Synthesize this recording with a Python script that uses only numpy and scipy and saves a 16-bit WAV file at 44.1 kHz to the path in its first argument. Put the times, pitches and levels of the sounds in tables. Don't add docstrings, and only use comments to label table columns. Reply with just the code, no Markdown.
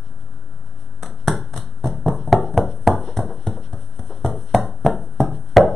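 import sys
import numpy as np
from scipy import signal
from scipy.fft import rfft, irfft, next_fast_len
from scipy.io import wavfile
from scipy.ndimage import map_coordinates

SR = 44100
rng = np.random.default_rng(int(sys.argv[2]) if len(sys.argv) > 2 else 0)


def inscribe(sig):
    pcm = np.round(np.clip(np.atleast_2d(sig).T, -1, 1) * 32767)
    wavfile.write(sys.argv[1], SR, pcm.astype(np.int16))


N = 253910

# f/Hz, level/dB
AIR_SPECTRUM = [(150, -14), (420, 3), (850, -0.5), (1020, -6.5), (1700, -20.5), (3000, -34), (8000, -71)]


def amp(db):
    return 10 ** (np.asarray(db) / 20)


def along(points, hz):
    f, v = np.transpose(points)
    return np.interp(np.log(hz + 1), np.log(f + 1), v)


def filtered(x, response):
    n = x.shape[-1]
    m = next_fast_len(n + 8192)
    return irfft(rfft(x, m) * response(np.fft.rfftfreq(m, 1 / SR)), m)[..., :n]


def coloured(x, spectrum):
    shaped = filtered(x, lambda hz: amp(along(spectrum, hz)))
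    return shaped / np.sqrt(np.mean(shaped ** 2) + 1e-20)


def wobble(rate_hz):
    knots = rng.standard_normal(int(N * rate_hz / SR) + 4)
    return map_coordinates(knots, [np.arange(N) * rate_hz / SR])


def diffuse(pair):
    coherence = [(100, .997), (300, .96), (700, .9), (1400, .75), (2500, .5), (4500, .15), (9000, -.1)]
    turn = lambda hz: np.arccos(np.clip(along(coherence, hz), -1, 1)) / 2
    mid, side = filtered(pair, lambda hz: np.array([np.cos(turn(hz)), np.sin(turn(hz))]))
    return np.array([mid + side, mid - side])


def add(track, start_s, sound):
    start = max(round(start_s * SR), 0)
    track[..., start:start + sound.shape[-1]] += sound[..., :N - start]


def fade_in(t, rise_s):
    return 1 - np.exp(-(t / rise_s) ** 2)


def swell(t, rise_s, t60_s):
    shape = fade_in(t, rise_s) * amp(-60 * t / t60_s)
    return shape / shape.max()


def background():
    partials = [(100, -48.5), (123, -79), (142, -56), (200, -59.5), (255, -64.5), (284, -61)]
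    room_spectrum = [(20, 13.5), (38, -5), (60, 0.5), (140, 3.5), (280, -3.5), (420, -9.5), (700, -9.5),
                     (900, -14.5), (1600, -12), (2000, -26.5), (3100, -29), (4200, -42), (6000, -32.5),
                     (10000, -25.5), (14000, -53)]
    t = np.arange(N) / SR
    hum = sum(amp(db) * np.sqrt(2) * np.sin(2 * np.pi * hz * t + .5 * wobble(2.2))
              for hz, db in partials)
    return hum + amp(-44.5) * diffuse(coloured(rng.standard_normal((2, N)), room_spectrum))


def brushing():
    pace = [(0.0, -70), (0.45, -70.5), (1.55, -65), (1.67, -67), (2.42, -63), (3.72, -62.5), (4.46, -60),
            (4.62, -63.5), (4.91, -63), (5.76, -63.5)]
    strokes = [(.10, .14, -78, -72), (0.212, 0.031, -74, -70), (.667, 0.042, -71, -72),
               (0.825, .08, -60.5, -63), (2.158, 0.079, -61, -68), (2.719, 0.048, -63, -63.5),
               (3.035, 0.12, -62.5, -62), (3.87, 0.17, -71, -74), (4.413, 0.067, -62, -64),
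               (5.493, 0.011, -57, -71)]
    hiss_spectrum = [(2000, -56), (4000, -26), (5400, -9), (7500, 1), (9300, 8), (11000, -1), (14000, -56)]
    rub_spectrum = [(1200, -17), (2200, -1), (3000, -2.5), (3700, -8.5), (5500, -8.5), (8000, -38)]
    t = np.arange(N) / SR
    pace_db = np.interp(t, *np.transpose(pace))
    pace_db -= pace_db.mean()
    hiss_gain = amp(-63.5 + 2.1 * pace_db)
    rub_gain = amp(-67 + 1.56 * pace_db)
    for centre_s, length_s, hiss_db, rub_db in strokes:
        stroke = np.exp(-(2 * (t - centre_s) / length_s) ** 2)
        hiss_gain += amp(hiss_db) * stroke
        rub_gain += amp(rub_db) * stroke
    hiss = amp(2 * wobble(30)) * diffuse(coloured(rng.standard_normal((2, N)), hiss_spectrum))
    rub = amp(4.4 * wobble(20)) * diffuse(coloured(rng.standard_normal((2, N)), rub_spectrum))
    return hiss_gain * hiss + rub_gain * rub


def smack(t, spectrum, t60_s, linger_db):
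    noise = rng.standard_normal((2, len(t)))
    grain_db = 4 * np.repeat(rng.standard_normal(len(t)), 16)[:len(t)]
    burst = swell(t, rise_s=.0023, t60_s=t60_s)
    stragglers = amp(linger_db) * swell(t, rise_s=.0011, t60_s=.036)
    return (burst + stragglers) * diffuse(coloured(noise * amp(grain_db), spectrum))


def first_touch(t):
    push = np.sin(2 * np.pi * 190 * t)
    rustle = amp(-7) * coloured(rng.standard_normal(len(t)), AIR_SPECTRUM)
    return swell(t, rise_s=.005, t60_s=.04) * (push + rustle)


def thump(t, hz):
    give_db = 9.5 - 9.5 * np.log2(hz / 111.3)
    return amp(give_db) * swell(t, rise_s=.004, t60_s=.085) * np.sin(2 * np.pi * hz * t)


def knock(t):
    # f/Hz, level/dB
    resonances = [(47, -5.5), (117, -2), (154, 0.5), (195, -1), (224, -0.5), (285, -5.5), (371, -9.5),
                  (447, -5), (571, -6), (646, -3.5), (748, -7.5), (800, -13), (912, -7.5)]
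    hz, db = np.transpose(resonances)[:, :, None]
    t60_s = .42 * (120 / hz) ** .45
    hz = hz * (1 + .012 * rng.standard_normal(hz.shape))
    gains = amp(db + 2 * rng.standard_normal(hz.shape))
    modes = np.sin(2 * np.pi * (hz * t + rng.random(hz.shape))) * amp(-60 * t / t60_s)
    ring = (gains * modes).sum(0) / np.linalg.norm(gains) * (1 - np.exp(-t / .0018))
    dent = swell(t, rise_s=.001, t60_s=.012) * np.sin(2 * np.pi * 230 * t)
    return amp(-.5) * ring + amp(8) * dent


def pop(t, hz=701.3):
    return -swell(t, rise_s=.001, t60_s=.016) * np.sin(2 * np.pi * hz * t)


def rim_ring(t, hz=748):
    return swell(t, rise_s=.0028, t60_s=.29) * np.sin(2 * np.pi * hz * t)


def puff(t):
    return swell(t, rise_s=.0015, t60_s=.035) * coloured(rng.standard_normal(len(t)), AIR_SPECTRUM)


def kitchen(x):
    decay = [(60, 0.52), (160, 0.56), (420, 0.47), (1100, 0.4), (3000, 0.37), (10000, 0.26)]
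    hz, t, spectra = signal.stft(rng.standard_normal((2, SR * 3 // 4)), SR, nperseg=256)
    tail = signal.istft(spectra * amp(-60 * t / along(decay, hz)[:, None]), SR, nperseg=256)[1]
    tail = diffuse(tail) * fade_in(np.arange(tail.shape[1]) / SR, rise_s=.0033)
    return signal.fftconvolve(x[None], tail / np.linalg.norm(tail[0]), axes=1)


def echoes(x):
    walls = [(.0128, -8), (.019, -18), (.04, -15.5)]
    dull = filtered(x, lambda hz: 1 / (1 + 1j * hz / 2000) ** 2)
    return sum(amp(db) * np.pad(dull, (round(delay_s * SR), 0))[:len(x)] for delay_s, db in walls)


def pats():
    contacts = [(1.03, -37.5, 175, -31, -41), (1.059, -57, 142, -35.5, -49), (1.28, -17, 151, -21.5, -28),
                (1.537, -34, 132, -37, -45), (1.561, -39.5, 135, -37, -41.5), (1.574, -30, 117, -52, -39),
                (1.842, -22.5, 136, -26.5, -50), (1.857, -20, 127, -31.5, -51),
                (1.87, -40, 131, -40, -47.5), (2.062, -18.5, 139, -23.5, -56),
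                (2.081, -17.5, 139, -19, -47), (2.275, -26.5, 149, -35, -62),
                (2.327, -16.5, 117.6, -7, -46.5), (2.539, -20.5, 157, -71, -54.5),
                (2.576, -16.5, 106.5, -11, -43.5), (2.874, -19, 96, -7.5, -39.5), (3.17, -24, 96, -30, -42),
                (3.19, -24, 117, -21, -54), (3.469, -23.5, 97.3, -30, -46), (3.73, -33, 96, -36, -53.5),
                (3.992, -34, 91.3, -39, -55.5), (4.247, -19.5, 122, -18.5, -47.5),
                (4.259, -26, 106, -27.5, -42.5), (4.546, -20, 119, -8, -36.5),
                (4.849, -18, 151, -26.5, -53), (4.863, -22, 159, -9.5, -43.5),
                (5.203, -14.5, 142.6, -16, -41.5), (5.568, -13, 114.5, -3, -43.5)]
    slap_spectrum = [(300, 5.5), (800, -1.5), (1300, 2.5), (1900, -2.5), (3200, -16.5), (5000, -28.5),
                     (10000, -36)]
    crackle_spectrum = [(800, -32), (3000, -1), (5500, -4), (9000, 6), (11000, -4), (13000, -9),
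                        (16000, -30)]
    touch_lead_s, graze_lead_s = .00606, .007
    out, t = np.zeros((2, N)), np.arange(SR // 2) / SR
    graze = amp(-4) * fade_in(t, rise_s=.0044)
    for start_s, weight_db, board_hz, air_db, flour_db in contacts:
        landing_s = .00017 * 2 ** (-air_db / 12)
        landing = 1 - np.exp(-t / landing_s)
        board = amp(weight_db) * thump(t, board_hz)
        ring = amp(weight_db + 1.5) * landing * knock(t)
        air = amp(air_db + 10) * landing * pop(t)
        rim = amp(air_db - 14.5) * rim_ring(t)
        spill = amp(air_db + 4) * landing * puff(t)
        slap_gain = np.hypot(amp(flour_db + 15), amp(air_db - 17))
        skin = slap_gain * smack(t, slap_spectrum, t60_s=.016, linger_db=-23)
        flour = amp(flour_db + 7) * smack(t, crackle_spectrum, t60_s=.022, linger_db=-13.5)
        direct_air = air + amp(-7) * spill
        room_air = amp(-21) * air + amp(-5) * spill
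        to_room = amp(-12) * board + amp(-8) * ring + room_air + amp(-6) * skin[0] + amp(-3) * flour[0]
        add(out, start_s - graze_lead_s, graze * (flour + skin))
        add(out, start_s - touch_lead_s, amp(air_db - 8) * first_touch(t))
        add(out, start_s, board + ring + rim + direct_air + skin + flour + echoes(direct_air))
        add(out, start_s, kitchen(to_room))
    return out


def squashes():
    presses = [(2.991, -39), (3.068, -33), (3.288, -33.5), (3.55, -36), (4.091, -35)]
    out, t = np.zeros((2, N)), np.arange(SR // 8) / SR
    hz = 240 + 420 * np.tanh(t / .045)
    note = np.sin(2 * np.pi * np.cumsum(hz) / SR)
    for start_s, db in presses:
        noise = .7 * coloured(rng.standard_normal(len(t)), AIR_SPECTRUM)
        squash = amp(db) * swell(t, rise_s=.04, t60_s=.07) * (note + noise)
        add(out, start_s, squash)
        add(out, start_s, amp(-6) * kitchen(squash))
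    return out


def scene():
    return pats() + squashes() + brushing() + background()


def microphone(hz):
    dips = [(2403, 365, 16), (4780, 300, 17), (7155, 475, 15.5)]
    edge_hz, shelf_end_hz = 11400, 13800
    dips_db = sum(db * np.exp(-((hz - centre_hz) / width_hz) ** 2) for centre_hz, width_hz, db in dips)
    edge = np.maximum(1 / np.sqrt(1 + (hz / edge_hz) ** 70), amp(-16) * (hz < shelf_end_hz))
    lean_db = along([(4000, 0), (9000, .7)], hz)
    return amp(np.array([lean_db, -lean_db]) - dips_db) * edge


def record(dry):
    offset = np.array([[-.086], [-.045]])
    clipped = np.clip(filtered(dry, microphone) + offset, -1, 1)
    return filtered(clipped - offset, lambda hz: hz < 16000) + offset


dry = scene()
out = record(dry)
inscribe(out)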